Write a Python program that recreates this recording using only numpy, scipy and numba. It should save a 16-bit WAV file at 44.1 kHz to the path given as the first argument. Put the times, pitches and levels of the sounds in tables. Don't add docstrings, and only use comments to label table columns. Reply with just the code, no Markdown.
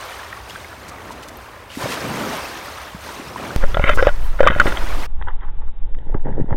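import sys
import numpy as np
from scipy import signal
from scipy.fft import rfft, irfft
from scipy.io import wavfile
from scipy.ndimage import uniform_filter1d
from numba import njit

SR = 44100
rng = np.random.default_rng(int(sys.argv[2]) if len(sys.argv) > 2 else 0)


def bounce(signal):
    frames = np.transpose(np.atleast_2d(signal))
    limited = np.clip(frames, -1, 1)
    pcm = np.round(limited * 32767).astype(np.int16)
    wavfile.write(sys.argv[1], SR, pcm)


N = 289296
T = np.arange(N) / SR
RING_T = T[:SR // 12]
CUT_S, SURF_END_S = 3.562, 5.068

# t/s, note f/Hz, note level/dB, note t60/s, blow/dB, hardness/dB per register
STONE_HITS = [(3.638, 1640, -11.5, .018, -26.5, -11), (3.744, 3420, -16.5, .02, -22.5, 0),
              (3.7698, 630, -8.5, 0.029, -20.5, -3.5), (3.795, 2160, -20, .015, -26.5, -11.5),
              (3.8395, 2130, -0.5, .013, -16.5, 0), (3.8925, 1347, 2, .016, -10.5, 3.5),
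              (3.897, 586, -8, .06, -27.5, -8.5), (3.934, 2000, -18, .025, -32, -2),
              (3.974, 560, -10, .025, -25, -5), (4.0254, 524, 2.5, .028, -16, -1),
              (4.049, 1480, -17, .03, -36, 0), (4.0695, 546, 6.5, .022, -15, -5),
              (4.090, 1500, -12, .018, -26.5, -1), (4.405, 541, 7, .027, -18.5, 0),
              (4.43, 520, -3, .035, -19.5, -4.5), (4.439, 1490, -9.5, .045, -27, -5),
              (4.465, 552, -2, .032, -22, 1), (4.472, 1185, 8.5, .022, -15, 3.5),
              (4.4727, 3650, -8.5, .018, -27, 3), (4.479, 1890, -11, .02, -25, 0.5),
              (4.485, 1920, -5, .022, -23, 0), (4.501, 563, -12, .03, -21.5, -5),
              (4.506, 1480, -11, .025, -23, 3), (4.518, 520, -19, .025, -25.5, -2.5),
              (4.55, 1510, -15.5, .018, -28.5, 2.5), (4.562, 596, -21, .018, -28, -8.5),
              (4.584, 1386, -21.5, .025, -32.5, 1), (4.599, 1430, 10, .02, -13.5, 5.5),
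              (4.6045, 1580, 2.5, .014, -21.5, 2.5), (4.6145, 1290, -4.5, .018, -23.5, -1),
              (4.657, 376, -6, .018, -31.5, -15.5), (4.668, 1860, -19, .018, -23.5, 6.5),
              (4.676, 334, -9, .018, -25.5, -2), (4.722, 1480, -15, .022, -27, 1),
              (4.771, 3240, -12, .014, -28, 7)]


def surf():
    # t/s, rise/s, wash/dB, plunge/dB re wash, spray/dB re wash
    waves = [(-0.06, 0.062, -31.5, -31, -8), (.15, 0.031, -54, -19, -15), (.47, 0.028, -43.5, -0.5, -1.5),
             (.73, 0.14, -38, -5, -20), (.94, 0.14, -39.5, -0.5, -9.5), (1.16, 0.091, -41, -2.5, -12.5),
             (1.765, 0.076, -26.5, -7.5, -6.5), (1.93, 0.28, -29.5, 0.5, -6.5), (2.2, 0.1, -32.5, -25, -7),
             (2.48, 0.13, -37.5, -23, -13), (2.97, 0.072, -35, -12.5, -4), (3.14, 0.14, -36, -2.5, -10.5),
             (3.33, 0.11, -36, 3.5, -8.5), (3.78, .17, -42.5, 2.5, -4), (4.52, 0.15, -29, -2.5, -9),
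             (4.871, .13, -33.5, -6.5, -6)]
    spectrum = [(53, -40.5), (90, -10), (138, -7.5), (389, -4.5), (424, -5.5), (562, -3.5), (793, -4.5),
                (963, -3), (2430, -9.5), (6270, -17.5), (7610, -22.5), (9050, -20), (10300, -26.5),
                (12500, -24), (15500, -27.5)]
    starts_s, rises_s, wash_db, plunge_db, spray_db = np.transpose(waves)

    def swell(peaks_db, fall_db_per_s, far_db):
        power = undb(far_db) ** 2
        for s, rise_s, db in zip(starts_s, rises_s, peaks_db):
            power += (ramp(s, rise_s) * undb(db - fall_db_per_s * since(s + rise_s))) ** 2
        return np.sqrt(power)

    bubbles = bubble_cloud(low_hz=100, high_hz=15000, t60_1khz_s=.04, scatter_db=2.7, count=34000)
    foam = 1.1 * rng.standard_normal(N)
    plunge, rest = split(colour(bubbles + foam, spectrum), hz=430)
    wash, spray = split(rest, hz=2290)
    plunge = unit(plunge) * swell(wash_db + plunge_db, fall_db_per_s=48, far_db=-52.5)
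    wash = unit(wash) * swell(wash_db, fall_db_per_s=18, far_db=-42.5)
    spray = unit(spray) * swell(wash_db + spray_db, fall_db_per_s=18.5, far_db=-58)
    flutter_db = .8 * walk(30)
    return (plunge * undb(1.9 * walk(22.15) - .5)
            + wash * undb(flutter_db + .87 * walk(45) - 2)
            + spray * undb(flutter_db - .13))


def plops(t60_1khz_s=.025):
    bubbles = [(.328, 1860, -20), (.331, 1310, -24), (.498, 2800, -27), (.507, 3300, -25.5),
               (.552, 1290, -24), (.559, 1560, -20), (.646, 2140, -24), (.729, 1410, -24.5),
               (.984, 1900, -29), (1.106, 940, -20.5), (1.230, 3000, -30), (1.286, 6300, -33),
               (1.372, 12180, -30), (1.702, 2900, -29), (1.752, 1960, -26.5), (1.772, 257, -14),
               (1.824, 950, -21.5), (1.835, 550, -21), (1.838, 126, -14.5), (1.857, 560, -12),
               (2.946, 171, -19), (3.196, 280, -20), (3.360, 984, -15), (3.507, 1460, -19.5)]
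    s, hz, db = np.array(bubbles, float).T.copy()
    size = 1000 / hz
    return ring_bubbles(s, hz, undb(db), t60_1khz_s * size ** .33, .12 * np.minimum(1, size))


def splashes(drops_per_s=3200):
    bursts = [(0.295, 0.013, 2600, 1.4, -47), (0.48, 0.038, 3800, 1.5, -45), (0.54, 0.021, 3200, 1.6, -51),
              (0.877, 0.027, 5570, 1.1, -42.5), (1.105, 0.032, 4800, 1.1, -46),
              (1.22, 0.029, 4400, 1.3, -45.5), (1.277, 0.023, 4900, 1.3, -43.5),
              (1.68, 0.12, 2680, 0.85, -42.5), (1.723, 0.14, 5970, 1.6, -44), (1.881, .09, 2850, 1.15, -33),
              (3.941, 0.03, 7240, 1.3, -41), (3.925, .19, 5200, 0.16, -48), (4.2, .1, 12000, 0.73, -53)]
    out = np.zeros(N)
    for s, length_s, hz, octaves, db in bursts:
        n = int(length_s * SR)
        chance, size = rng.random((2, SR // 2))[:, :n]
        drops = (chance < drops_per_s / SR) * (size - .5) * np.sqrt(np.hanning(n))
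        edges_hz = np.minimum(hz * 2 ** (octaves * np.array([-.5, .5])), SR / 2 - 1)
        add(out, s, unit(bandpass(drops, edges_hz, order=1)) * undb(db))
    return out


def air_pocket(start_s=2.0, length_s=.24, start_hz=147, end_hz=384, spread_octaves=.61, count=26):
    when, spread, loud = rng.random((count, 3)).T
    age = (np.arange(count) + when) / count
    hz = start_hz * (end_hz / start_hz) ** (age ** 2) * 2 ** (spread_octaves * (2 * spread - 1))
    gain = (.5 + loud) * np.sin(np.pi * age)
    t60_s = 18 / hz
    boom = ring_bubbles(start_s + age * length_s, hz, gain, t60_s, np.full(count, .15))
    return unit(boom) * np.sqrt(length_s * SR / N) * undb(-33)


def knocks(tick_hz=2400, tick_db=-5):
    out = np.zeros(N)
    firming = 1 - fade(RING_T, .003)
    tick = damped_sine(tick_hz, t60_s=.0024)
    for s, note_hz, note_db, note_t60_s, blow_db, hardness_db in STONE_HITS:
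        note = undb(note_db) * damped_sine(note_hz, note_t60_s)
        gains = contact_gains(blow_db, hardness_db, registers_db=[-12.5, -8.5, -15.5])
        body = gains @ case_rings(crack_db=-3, crack_t60_s=.008, detune=.0068)
        add(out, s, (body - note) * firming + undb(blow_db + hardness_db + tick_db) * tick)
    return out


def scrapes(slips_per_s=2600, scatter_db=2.5, light_touch_db=-20.5):
    # t/s, length/s, level/dB, hardness/dB per register, squeak f/Hz, squeak level/dB
    drags = [(3.617, 0.024, -29, -9.5, 1650, -33), (3.806, 0.044, -30, 5, 2150, -34),
             (3.849, 0.043, -22, 0, 2170, -24), (3.863, 0.04, -21.5, 1.5, 1400, -21),
             (3.896, 0.048, -27.5, 5.5, 2000, -30), (3.977, 0.035, -20.5, -5.5, 1480, -21),
             (4.035, 0.037, -26, -3, 1600, -35), (4.071, .022, -21, -5, 1620, -20.5),
             (4.386, .014, -25.5, -2.5, 1400, -36), (4.443, 0.023, -27, 4, 580, -25),
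             (4.475, 0.013, -21.5, 7, 1250, -16), (4.517, 0.03, -28.5, 2.5, 1300, -33),
             (4.56, .04, -32, 3, 1350, -34), (4.673, 0.05, -35, 2, 1950, -37.5)]
    out = np.zeros(N)
    for s, length_s, db, hardness_db, squeak_hz, squeak_db in drags:
        n = int(length_s * SR)
        chance, side = rng.random((2, SR // 4))[:, :n]
        size = undb(scatter_db * rng.standard_normal(SR // 4))[:n]
        slips = (chance < slips_per_s / SR) * size * np.sign(side - .5) * np.sqrt(np.hanning(n))
        gains = contact_gains(db, hardness_db, registers_db=[-7.7, -2.7, -7.7])
        gains[[0, 2]] *= undb(.3 * min(db - light_touch_db, 0))
        rings = case_rings(crack_db=-5.5, crack_t60_s=.0066, detune=.0197)
        squeak = damped_sine(squeak_hz, t60_s=.014)
        for ring, gain in zip([*rings, squeak], [*gains, undb(squeak_db)]):
            rasp = signal.fftconvolve(slips, ring)
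            add(out, s, unit(rasp) * np.sqrt(n / len(rasp)) * gain)
    return out


def case_rings(crack_db, crack_t60_s, detune):
    case_modes = [
        [(407, 0.052, -10.5), (503, .035, -7.5), (577, 0.058, -1), (830, 0.025, -16)],
        [(1054, .04, -8), (1316, 0.025, 3.5), (1423, 0.06, -1), (1646, 0.033, -1.5)],
        [(1923, 0.053, -0.5), (2000, 0.063, -2.5), (2120, 0.042, -4), (2310, .025, -11), (2600, 0.019, -1),
         (3053, 0.039, -1.5), (3670, 0.035, -7.5)],
    ]
    registers = [(200, 900), (900, 1800), (1800, 3900)]
    rings = []
    for modes, edges_hz in zip(case_modes, registers):
        hz, t60_s, db = np.array(modes).T[:, :, None]
        hz = hz * (1 + detune * rng.standard_normal(hz.shape))
        sign = rng.choice([-1, 1], hz.shape)
        ring = (sign * undb(db) * damped_sine(hz, t60_s)).sum(0)
        burst = rng.standard_normal(len(RING_T)) * fade(RING_T, crack_t60_s)
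        crack = bandpass(burst, edges_hz, order=2)
        rings.append(unit(unit(ring) + undb(crack_db) * unit(crack)))
    return rings


def contact_gains(db, hardness_db, registers_db):
    return undb(db + hardness_db * np.array([-1, 0, 1]) + np.array(registers_db))


def shoves(gain_db=11.5):
    out = np.zeros(N)
    push = fade(RING_T, .05) * (1 - fade(RING_T, .0041))
    for s, *_, blow_db, hardness_db in STONE_HITS:
        add(out, s, -undb(blow_db - hardness_db + gain_db) * push)
    return out


def rumble(pushes, limit=.8):
    spectrum = [(2, 1.5), (11, 7.5), (20, -1.5), (32, -14), (55, -20), (100, -34.5), (200, -48),
                (500, -65.5), (1500, -100)]
    lurches = [(3.57, -15), (3.61, -22), (3.64, -9), (3.74, -26), (3.79, -21), (3.88, -20), (3.9, -20),
               (3.99, -14), (4.07, -22), (4.22, -18), (4.39, -21), (4.42, -20), (4.61, -26), (4.72, -23.5),
               (4.79, -29), (4.82, -17), (4.87, -27), (4.93, -17), (5.04, -30.5), (5.23, -22.5),
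               (5.43, -30), (5.7, -26), (5.73, -39.5), (5.84, -23.5), (6.08, -30.5), (6.13, -17),
               (6.22, -25), (6.55, -22)]
    level_db = curve(lurches)
    heave, buffet = split(colour(rng.standard_normal(N), spectrum), hz=22.16)
    heave = hold_rms(heave, span_s=.17) * undb(.55 * level_db - .5)
    buffet = hold_rms(buffet, span_s=.063) * undb(level_db - 2.5)
    pressure = ramp(CUT_S, .01) * (heave + buffet) + pushes
    return limit * np.tanh(pressure / limit)


def cut_thump():
    return undb(-5.5) * (T >= CUT_S) * fade(since(CUT_S), t60_s=.12)


def glugs(width_cycles=.41):
    pockets = [(6.146, 864, -16), (6.151, 272, -9), (6.152, 95, -16), (6.266, 150, -16), (6.284, 480, -24),
               (6.295, 248, -17), (6.321, 120, -16), (6.381, 350, -11), (6.390, 292, -14),
               (6.400, 284, -8.5), (6.412, 199, -13), (6.419, 109, -9), (6.444, 200, -16),
               (6.508, 760, -16), (6.525, 93, -10.5), (6.528, 507, -17), (6.545, 300, -16)]
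    out = np.zeros(N)
    t = RING_T - RING_T.mean()
    for s, hz, db in pockets:
        pulse = np.exp(-(hz * t / width_cycles) ** 2) * np.sin(2 * np.pi * hz * t)
        add(out, s + t[0], -undb(db) * pulse)
    return out


def churn(rise_db_per_s=1198, fall_db_per_s=420, flicker_db=2):
    flow = [(5.1, -53), (5.466, -50), (5.82, -54), (5.95, -44), (6.10, -37), (6.21, -45.5), (6.34, -37),
            (6.47, -39)]
    eddies = [(6.149, 0.0047, -27), (6.257, 0.058, -27), (6.376, 0.03, -26.5), (6.488, .02, -30),
              (6.521, 0.018, -25.5)]
    spectrum = [(60, -0.5), (100, 7.5), (300, 0), (520, -0.5), (700, -10.5), (880, -2), (1150, -22),
                (1900, -18.5), (2400, -38), (3700, -39)]
    power = undb(curve(flow)) ** 2
    for s, hold_s, db in eddies:
        power += undb(db - rise_db_per_s * until(s) - fall_db_per_s * since(s + hold_s)) ** 2
    level = np.sqrt(power) * undb(flicker_db * walk(30))
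    bubbles = bubble_cloud(low_hz=60, high_hz=3530, t60_1khz_s=.0056, scatter_db=2.5, count=9000)
    rush = .45 * rng.standard_normal(N)
    gurgle, fizz = split(colour(bubbles + rush, spectrum), hz=1120)
    return unit(gurgle) * level + unit(fizz) * undb(-23) * level ** .86


def sand(gain_db=.5):
    puffs = [(5.2132, -27, .003, 0.03, -12), (5.224, -26.5, .002, .012, 8.5), (5.274, -30, 0.035, .12, -10),
             (5.285, -27.5, .012, 0.027, 3), (5.302, -36, .03, 0.061, -12), (5.409, -45, .003, .015, 9),
             (5.429, -32.5, 0.043, 0.11, -9), (5.485, -41.5, .04, .12, -10), (5.62, -47.5, .06, .1, -4),
             (5.68, -45, .05, .08, -11), (5.948, -42, 0.0018, 0.016, 14), (5.987, -52.5, 0.0022, .015, 20),
             (6.144, -24, 0.0022, 0.024, -8), (6.508, -32, .003, 0.038, -6), (6.527, -28, .006, .04, -11)]
    spectrum = [(200, -19), (500, -2.5), (680, -16.5), (820, 3.5), (1050, 1), (1250, -3), (1500, -2),
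                (2000, -4), (2250, -23), (2650, -22), (3200, -13.5), (3800, -27)]
    body, treble = split(unit(colour(rng.standard_normal(N), spectrum)), hz=1900)
    out = np.zeros(N)
    for s, db, rise_s, fall_s, treble_db in puffs:
        swell = fade(until(s), rise_s) * fade(since(s), fall_s)
        out += undb(db + gain_db) * swell * (body + undb(treble_db) * treble)
    return out


def rub(start_s=5.016, rise_s=.23, fall_db_per_s=24):
    hollow = [(844, 99, 12.5), (1100, 110, -3)]
    grit = rng.standard_normal(N)
    tone = sum(undb(db) * signal.lfilter(*signal.iirpeak(hz, hz / width_hz, fs=SR), grit)
               for hz, width_hz, db in hollow)
    _, tone = split(tone, hz=650)
    level_db = -46.5 - fall_db_per_s * since(start_s + rise_s) + 1.8 * walk(27)
    return unit(tone) * ramp(start_s, rise_s) * undb(level_db)


def wind():
    spectrum = [(15, -20), (35, -13.5), (55, -0.5), (75, 0.5), (105, -5), (160, -19), (400, -37.5)]  # f/Hz, density/dB
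    return unit(colour(rng.standard_normal(N), spectrum)) * undb(-45.5 + 1.2 * walk(9))


def bubble_cloud(low_hz, high_hz, t60_1khz_s, scatter_db, count):
    when, pitch, life, loud = rng.random((count, 4)).T
    hz = (np.sqrt(low_hz) + (np.sqrt(high_hz) - np.sqrt(low_hz)) * pitch) ** 2
    smallness = np.sqrt(hz / 1000)
    gain = smallness * undb(-scatter_db * np.log(np.maximum(loud, 1 / 200)))
    t60_s = t60_1khz_s * (.5 + life) / smallness
    return unit(ring_bubbles(when * N / SR, hz, gain, t60_s, .12 / smallness))


@njit
def ring_bubbles(s, hz, gain, t60_s, glide):
    out = np.zeros(N)
    for k in range(len(s)):
        start, n = int(s[k] * SR), int(t60_s[k] * SR) + 2
        phase, amplitude, decay = 0., gain[k], np.exp(-np.log(1000) / n)
        for i in range(min(n, N - start)):
            phase += 2 * np.pi * hz[k] * (1 + glide[k] * i / n) / SR
            amplitude *= decay
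            out[start + i] += amplitude * np.sin(phase) * min(1., phase / np.pi)
    return out


def undb(db):
    return 10 ** (np.asarray(db) / 20)


def unit(x):
    return x / np.sqrt(np.mean(x ** 2) + 1e-20)


def hold_rms(x, span_s):
    return x / np.sqrt(uniform_filter1d(x ** 2, int(span_s * SR)) + 1e-12)


def since(s):
    return np.maximum(T - s, 0)


def until(s):
    return np.maximum(s - T, 0)


def ramp(s, rise_s):
    return np.clip((T - s) / rise_s, 0, 1)


def fade(t, t60_s):
    return np.exp(-np.log(1000) * t / t60_s)


def damped_sine(hz, t60_s):
    return fade(RING_T, t60_s) * np.sin(2 * np.pi * hz * RING_T)


def curve(points):
    return np.interp(T, *np.transpose(points))


def walk(rate_hz):
    k = int(SR / rate_hz)
    steps = np.repeat(rng.standard_normal(N // k + 1), k)
    return unit(uniform_filter1d(uniform_filter1d(steps, k), k)[:N])


def add(out, s, x):
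    i = int(np.clip(s * SR, 0, N))
    out[i:i + len(x)] += x[:N - i]


def colour(x, points):
    hz, db = np.transpose(points)
    bins_hz = np.maximum(np.fft.rfftfreq(N, 1 / SR), 1)
    return irfft(rfft(x) * undb(np.interp(np.log(bins_hz), np.log(hz), db)), N)


def split(x, hz):
    low = signal.sosfiltfilt(signal.butter(2, hz, fs=SR, output="sos"), x)
    return low, x - low


def bandpass(x, edges_hz, order):
    return signal.sosfilt(signal.butter(order, edges_hz, "band", fs=SR, output="sos"), x)


def cut_above(x, hz):
    return signal.sosfilt(signal.ellip(8, .2, 80, hz, fs=SR, output="sos"), x)


def scene():
    shore = surf() + plops() + splashes() + air_pocket() + wind()
    shore *= np.clip((SURF_END_S - T) / .008, 0, 1)
    stones = knocks() + scrapes()
    water = rumble(shoves()) + churn() + glugs()
    mic_hiss = undb(-56.5) * rng.standard_normal(N)
    overloaded = np.clip(stones + sand() + rub() + water + mic_hiss, -1.02, 1.02)
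    underwater = cut_above(overloaded, hz=3720) * (T >= CUT_S)
    return (shore + underwater + cut_thump())[None]


def record(dry):
    return cut_above(np.clip(dry, -1, 1), hz=15800)


dry = scene()
out = record(dry)
bounce(out)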